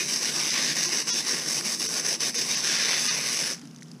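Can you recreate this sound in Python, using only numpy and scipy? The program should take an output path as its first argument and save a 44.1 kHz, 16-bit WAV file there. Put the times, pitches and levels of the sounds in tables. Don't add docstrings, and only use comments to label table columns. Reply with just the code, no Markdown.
import sys
import numpy as np
from scipy import signal
from scipy.fft import rfft, irfft, next_fast_len
from scipy.io import wavfile
from scipy.ndimage import uniform_filter1d, map_coordinates

SR = 44100
rng = np.random.default_rng(int(sys.argv[2]) if len(sys.argv) > 2 else 0)


def master_out(mix):
    frames = np.transpose(np.atleast_2d(mix))
    ceiling = np.clip(frames, -1, 1)
    pcm = np.round(ceiling * 32767).astype(np.int16)
    wavfile.write(sys.argv[1], SR, pcm)


N = 176400
TIME = np.arange(N) / SR
SHUT_S, TOP_HZ = 3.527, 15500


def amp(db):
    return 10 ** (np.asarray(db) / 20)


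def unit(x):
    return x / np.sqrt(np.mean(x ** 2) + 1e-20)


def wobble(rate):
    return map_coordinates(rng.standard_normal(int(N * rate / SR) + 4), [np.arange(N) * rate / SR])


def filtered(x, response):
    size = next_fast_len(N + SR // 2)
    return irfft(rfft(x, size) * response(np.fft.rfftfreq(size, 1 / SR)), size)[:N]


def coloured(x, points):
    size = 4096
    hz, db = np.transpose(points)
    log_hz = np.log(np.fft.rfftfreq(size, 1 / SR) + 1)
    cepstrum = irfft(np.log(amp(np.interp(log_hz, np.log(hz), db))))
    cepstrum[1:size // 2] *= 2
    cepstrum[size // 2 + 1:] = 0
    return signal.fftconvolve(x, irfft(np.exp(rfft(cepstrum))))[:len(x)]


def band(x, low_hz, high_hz, order=20):
    below = lambda hz, edge: 1 / (1 + (hz / edge) ** order)
    return unit(filtered(x, lambda hz: below(hz, high_hz) - below(hz, low_hz)))


def droplets(rate, scatter_db, hiss_share):
    size = amp(scatter_db * np.clip(rng.standard_normal(N), -2, 2)) * np.sign(rng.standard_normal(N))
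    hits = unit(size * (rng.random(N) < rate / SR))
    return np.sqrt(1 - hiss_share) * hits + np.sqrt(hiss_share) * rng.standard_normal(N)


def bubbles(rate, pitch_hz, spread, cycles, scatter_db):
    count = int(rate * N / SR)
    detune, size = np.hsplit(rng.standard_normal((count, 2)), 2)
    starts = rng.integers(0, N, count)
    hz = np.minimum(pitch_hz * np.exp(spread * detune), TOP_HZ)
    age = np.arange(int(2 * cycles * SR / pitch_hz))
    turns = hz * age / SR
    envelope = amp(scatter_db * np.clip(size, -2, 2) - 60 * turns / cycles) * (1 - np.exp(-turns))
    tones = envelope * np.sin(2 * np.pi * turns)
    return unit(np.bincount((starts[:, None] + age).ravel(), tones.ravel(), N)[:N])


# frequency in Hz, gain in dB.
RUMBLE_COLOUR = [(25, -30), (80, -32), (108, -27), (128, -9.5), (148, 3.5), (172, 0), (225, -4.5),
                 (275, -6.5), (350, -13), (480, -19), (620, -23), (1200, -28), (3000, -49)]

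def drone(rumble_db=-47.5, hum_hz=238, hum_db=-52):
    hum = np.sqrt(2) * np.sin(2 * np.pi * hum_hz * TIME + 0.31 * wobble(4.8))
    rumble = unit(coloured(rng.standard_normal(N), RUMBLE_COLOUR))
    return amp(rumble_db) * rumble + amp(hum_db + 0.72 * wobble(4.4)) * hum


# frequency in Hz, gain in dB.
GRASS_COLOUR = [(300,-15.5), (700,-1), (1100,0), (1500,4.5), (2000,-1), (3000,-2.5), (4300,-6), (5000,2),
                (6300,1.5), (6900,-3), (9000,-8), (10700,-5), (11900,-17), (13200,-15), (15000,-24)]

def runoff(base_db=-61, swell_db=12.5, settle_s=0.1):
    patter = unit(coloured(droplets(rate=3000, scatter_db=2.5, hiss_share=0.31), GRASS_COLOUR))
    plinks = bubbles(rate=900, pitch_hz=5190, spread=0.402, cycles=21, scatter_db=4.5)
    plinks = amp(-2) * unit(coloured(plinks, GRASS_COLOUR))
    swell = np.exp(-np.abs(TIME - SHUT_S) / settle_s)
    return (patter + plinks) * amp(base_db + swell_db * swell)


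def handle_knock(start_s=3.634, hz=271, fade_s=0.1, level_db=-33):
    t = np.maximum(TIME - start_s, 0)
    return amp(level_db - 60 * t / fade_s) * np.sin(2 * np.pi * hz * t) * (1 - np.exp(-t / 0.0016))


# frequency in Hz, gain in dB.
TICK_COLOUR = [(100,-60), (1500,-23.5), (3500,-5), (5200,3), (6300,4), (7200,-7), (10800,-10), (12000,-24),
               (15000,-30)]
BODY_COLOUR = [(100,-45), (500,-18), (1500,-1), (2800,0), (5000,-13), (9000,-40)]

def splats(rows, fade_s, gain_db, body_boost_db=11):
    out, t = np.zeros(N + SR), np.arange(SR // 10) / SR
    for start, db, body_db in rows:
        burst = rng.standard_normal(len(t)) * amp(-60 * t / fade_s) * (1 - np.exp(-t / 0.00061))
        tick, body = coloured(burst, TICK_COLOUR), coloured(burst, BODY_COLOUR)
        splat = tick / tick.std() + amp(body_db + body_boost_db) * body / body.std()
        out[round(start * SR):][:len(t)] += amp(db + gain_db) * 2 * splat / np.abs(splat).max()
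    return out[:N]


# start in seconds, relative level in dB, amount of body in dB.
LAST_DROPS = [(3.577,-37,-23), (3.594,-35,-24), (3.614,-36.5,-16), (3.6531,-37,-15), (3.673,-39,-26),
              (3.711,-39,-29), (3.746,-42,-30), (3.761,-34,-30), (3.785,-41,-23), (3.8112,-40,-24),
              (3.8225,-31,-8), (3.8293,-31,-25), (3.8821,-42,-22), (3.915,-31.5,-33), (3.934,-47,-24)]

def drips():
    return splats(LAST_DROPS, fade_s=0.013, gain_db=-8)


# start in seconds, starting pitch in Hz, relative level in dB.
AIR_POCKETS = [(.865,357,-34), (1.65,205,-34), (1.85,433,-35), (2.215,456,-37), (2.356,466,-33)]

def gulps(attack_s=0.011, fade_s=0.11, rise_per_s=0.7):
    out, t = np.zeros(N + SR), np.arange(SR // 5) / SR
    for start, hz, db in AIR_POCKETS:
        tone = np.sin(2 * np.pi * hz * t * (1 + rise_per_s * t / 2))
        envelope = 2 * amp(db - 60 * t / fade_s) * (1 - np.exp(-t / attack_s))
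        out[round(start * SR):][:len(t)] += envelope * tone
    return out[:N]


# time in seconds, level in dB before any dips.
GURGLE_LEVELS = [(0, -47), (.6, -48), (.95, -44.5), (1.4, -47.5), (1.9, -45), (2.4, -50), (2.8, -56),
                 (3.5, -71)]

def gurgle():
    bubbling = bubbles(rate=130, pitch_hz=358.5, spread=0.199, cycles=23, scatter_db=3.5)
    return bubbling * amp(np.interp(TIME, *np.transpose(GURGLE_LEVELS)))


# start in seconds, relative level in dB, amount of body in dB.
WATER_LUMPS = [(.5048,-13,-29), (.756,-17,-16), (1.022,-16.5,-17), (1.0715,-21,-13), (1.335,-19,-8),
               (1.609,-15,-14), (1.7953,-20,-22), (2.2049,-12.5,-24), (2.3435,-17,-13), (2.7115,-18,-26),
               (2.9305,-14,21)]

def slaps():
    return splats(WATER_LUMPS, fade_s=0.015, gain_db=-10.5)


# middle in seconds, length in seconds,
# dB lost by the patter, by the splatter and by the mist, then the ring's level in dB.
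THIN_MOMENTS = [(0.509,0.021,33,3.4,5,-37), (0.872,0.023,6,9,6,-35), (1.12,0.029,24,16,13,-31),
                (1.793,0.019,9,11,-2,-45), (1.877,0.019,17,17,6,-41), (2.37,0.022,7,9,6,-33),
                (2.562,0.015,19,5.9,13,-32), (2.835,0.013,20,3,3,-32), (3.093,0.019,23,4,13,-26.5),
                (3.307,.016,2,5.4,1,-33.5)]

def thinnings():
    return sum(np.outer(losses, np.exp(-(2 * (TIME - middle) / length) ** 4))
               for middle, length, *losses, _ in THIN_MOMENTS)


# frequency in Hz, gain in dB.
FAINT_RING_COLOUR = [(1000,-5), (1800,0.5), (4400,2), (6300,5.5), (7000,-17), (11000,-9)]

def rings(low_hz=1105, spacing_hz=468, scatter=0.22, count=21):
    out, t = np.zeros(N), np.arange(-SR // 20, SR // 20) / SR
    for middle, length, *_, ring_db in THIN_MOMENTS:
        detune, size, phase = rng.standard_normal((3, count))
        hz = low_hz + spacing_hz * (np.arange(count) + scatter * detune)
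        gains = amp(np.interp(hz, *np.transpose(FAINT_RING_COLOUR)) + 3.2 * size)
        tones = gains @ np.sin(2 * np.pi * (hz[:, None] * t + phase[:, None]))
        envelope = amp(ring_db) * np.exp(-(1.4 * t / length) ** 4)
        out[round((middle + t[0]) * SR):][:len(t)] += envelope * unit(tones)
    return out


# middle in seconds, length in seconds, dip in the sizzle in dB.
GLANCE_DIPS = [(0.057,0.059,6), (0.198,0.047,4), (0.323,0.042,5.5), (0.744,0.034,6.5), (0.899,0.038,6),
               (1.048,0.047,13), (1.239,0.055,7.5), (1.413,0.12,4.5), (1.625,0.044,9.5), (1.777,0.043,9.5),
               (1.893,0.067,4), (2.027,0.041,9), (2.182,0.043,17), (2.327,0.04,14), (2.462,0.056,4.5),
               (2.617,0.05,4.5)]

def glances(off_steepness=2.6, back_steepness=3.9):
    loss_db = np.zeros(N)
    for middle, length, depth_db in GLANCE_DIPS:
        distance = np.minimum(np.abs(2 * (TIME - middle) / length), 10)
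        steepness = np.where(TIME < middle, off_steepness, back_steepness)
        loss_db += depth_db * np.exp(-distance ** steepness)
    return loss_db


def water_film(x, depth_db):
    spectrum = signal.stft(x, nperseg=512)[2]
    patches = uniform_filter1d(rng.standard_normal(spectrum.shape), size=5, axis=0)
    patches = uniform_filter1d(patches, size=18, axis=1)
    return signal.istft(spectrum * amp(depth_db * unit(patches)), nperseg=512)[1][:N]


# time in seconds, frequency in Hz.
SHELL_PITCH = [(0,2300), (.3,2080), (.55,2600), (.7,2450), (.85,1970), (1.05,2420), (1.3,2600), (1.5,3760),
               (1.7,2460), (1.9,2630), (2.03,3800), (2.13,3750), (2.25,2630), (2.55,2300), (2.8,3000),
               (3.08,2200), (3.3,2900), (3.5,2260)]

def shell(x, lift_db=0.5, width_octaves=0.23):
    hz, times, spectrum = signal.stft(x, SR, nperseg=512)
    octaves_away = np.log2((hz[:, None] + 1) / np.interp(times, *np.transpose(SHELL_PITCH)))
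    lift = amp(lift_db * np.exp(-(octaves_away / width_octaves) ** 2))
    return signal.istft(spectrum * lift, nperseg=512)[1][:N]


# frequency in Hz, gain in dB.
SPRAY_COLOUR = [(120, -28), (200, -9), (235, -8.5), (267, -13), (452, -9.5), (807, -15.5), (1160, -10),
                (1320, -17.5), (1420, -11.5), (1760, -6.5), (2480, -6), (2980, -7), (3260, -13),
                (3680, -4.5), (4200, -8), (5220, 2.5), (5920, 3), (6260, 2.5), (6970, -16), (7770, -9.5),
                (8990, -16.5), (10800, -12.5), (11800, -28), (13400, -23), (15200, -26.5)]
# time in seconds, then sizzle, splatter and mist in dB.
JET_LEVELS = [(0.0,-28.5,-32,-37), (0.16,-27.5,-36,-38), (0.28,-28.5,-32,-37.5), (0.48,-28.5,-34,-38),
              (0.57,-28,-31,-39.5), (0.82,-26.5,-32,-36.5), (1.1,-27,-34.5,-38.5), (1.35,-29,-34,-38),
              (1.55,-28.5,-37,-37), (1.9,-30,-37.5,-37), (2.15,-27,-34,-37.5), (2.5,-28.5,-34.5,-38),
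              (2.75,-26,-29.5,-38.5), (2.95,-28,-29.5,-39.5), (3.04,-27,-34,-34.5), (3.11,-28,-32.5,-40),
              (3.2,-32.5,-35.5,-40), (3.32,-29.5,-33.5,-36.5), (3.5,-31.5,-36,-40.5)]

def jet(patter_top_hz=1400, splatter_top_hz=4420, sizzle_top_hz=7090, shut_db_per_s=488):
    times, *levels = np.transpose(JET_LEVELS)
    sizzle_db, splatter_db, mist_db = (np.interp(TIME, times, level) for level in levels)
    patter_db = -42 + 0.19 * (splatter_db - splatter_db.mean())
    glance_db = glances()
    thin_patter_db, thin_splatter_db, thin_mist_db = thinnings()
    flow_db = 0.2 * wobble(35.6) - shut_db_per_s * np.clip(TIME - SHUT_S, 0, 1)
    impacts = droplets(rate=5000, scatter_db=5, hiss_share=0.29)
    clumps = amp(wobble(330))
    spray = coloured(impacts * clumps, SPRAY_COLOUR)
    hollow, bright = water_film(spray, depth_db=2.0), water_film(spray, depth_db=1.25)
    patter = band(hollow, 185, patter_top_hz) * amp(patter_db - 0.77 * glance_db - thin_patter_db)
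    splatter = band(shell(hollow), patter_top_hz, splatter_top_hz)
    splatter *= amp(splatter_db - glance_db - thin_splatter_db)
    sizzle = band(bright, splatter_top_hz, sizzle_top_hz) * amp(sizzle_db - glance_db)
    mist = band(bright, sizzle_top_hz, TOP_HZ) * amp(mist_db - 0.87 * glance_db - thin_mist_db)
    gurgling = gurgle() * amp(-0.16 * glance_db - 0.5 * thin_patter_db)
    return amp(flow_db) * (patter + splatter + sizzle + mist + gurgling)


def scene():
    spray = jet()
    faint_ringing = rings()
    water = spray + gulps() + slaps() + runoff() + drips()
    return np.tile(water + faint_ringing + handle_knock() + drone(), (2, 1))


def record(dry):
    return np.array([filtered(channel, lambda hz: hz < TOP_HZ) for channel in dry])


dry = scene()
out = record(dry)
master_out(out)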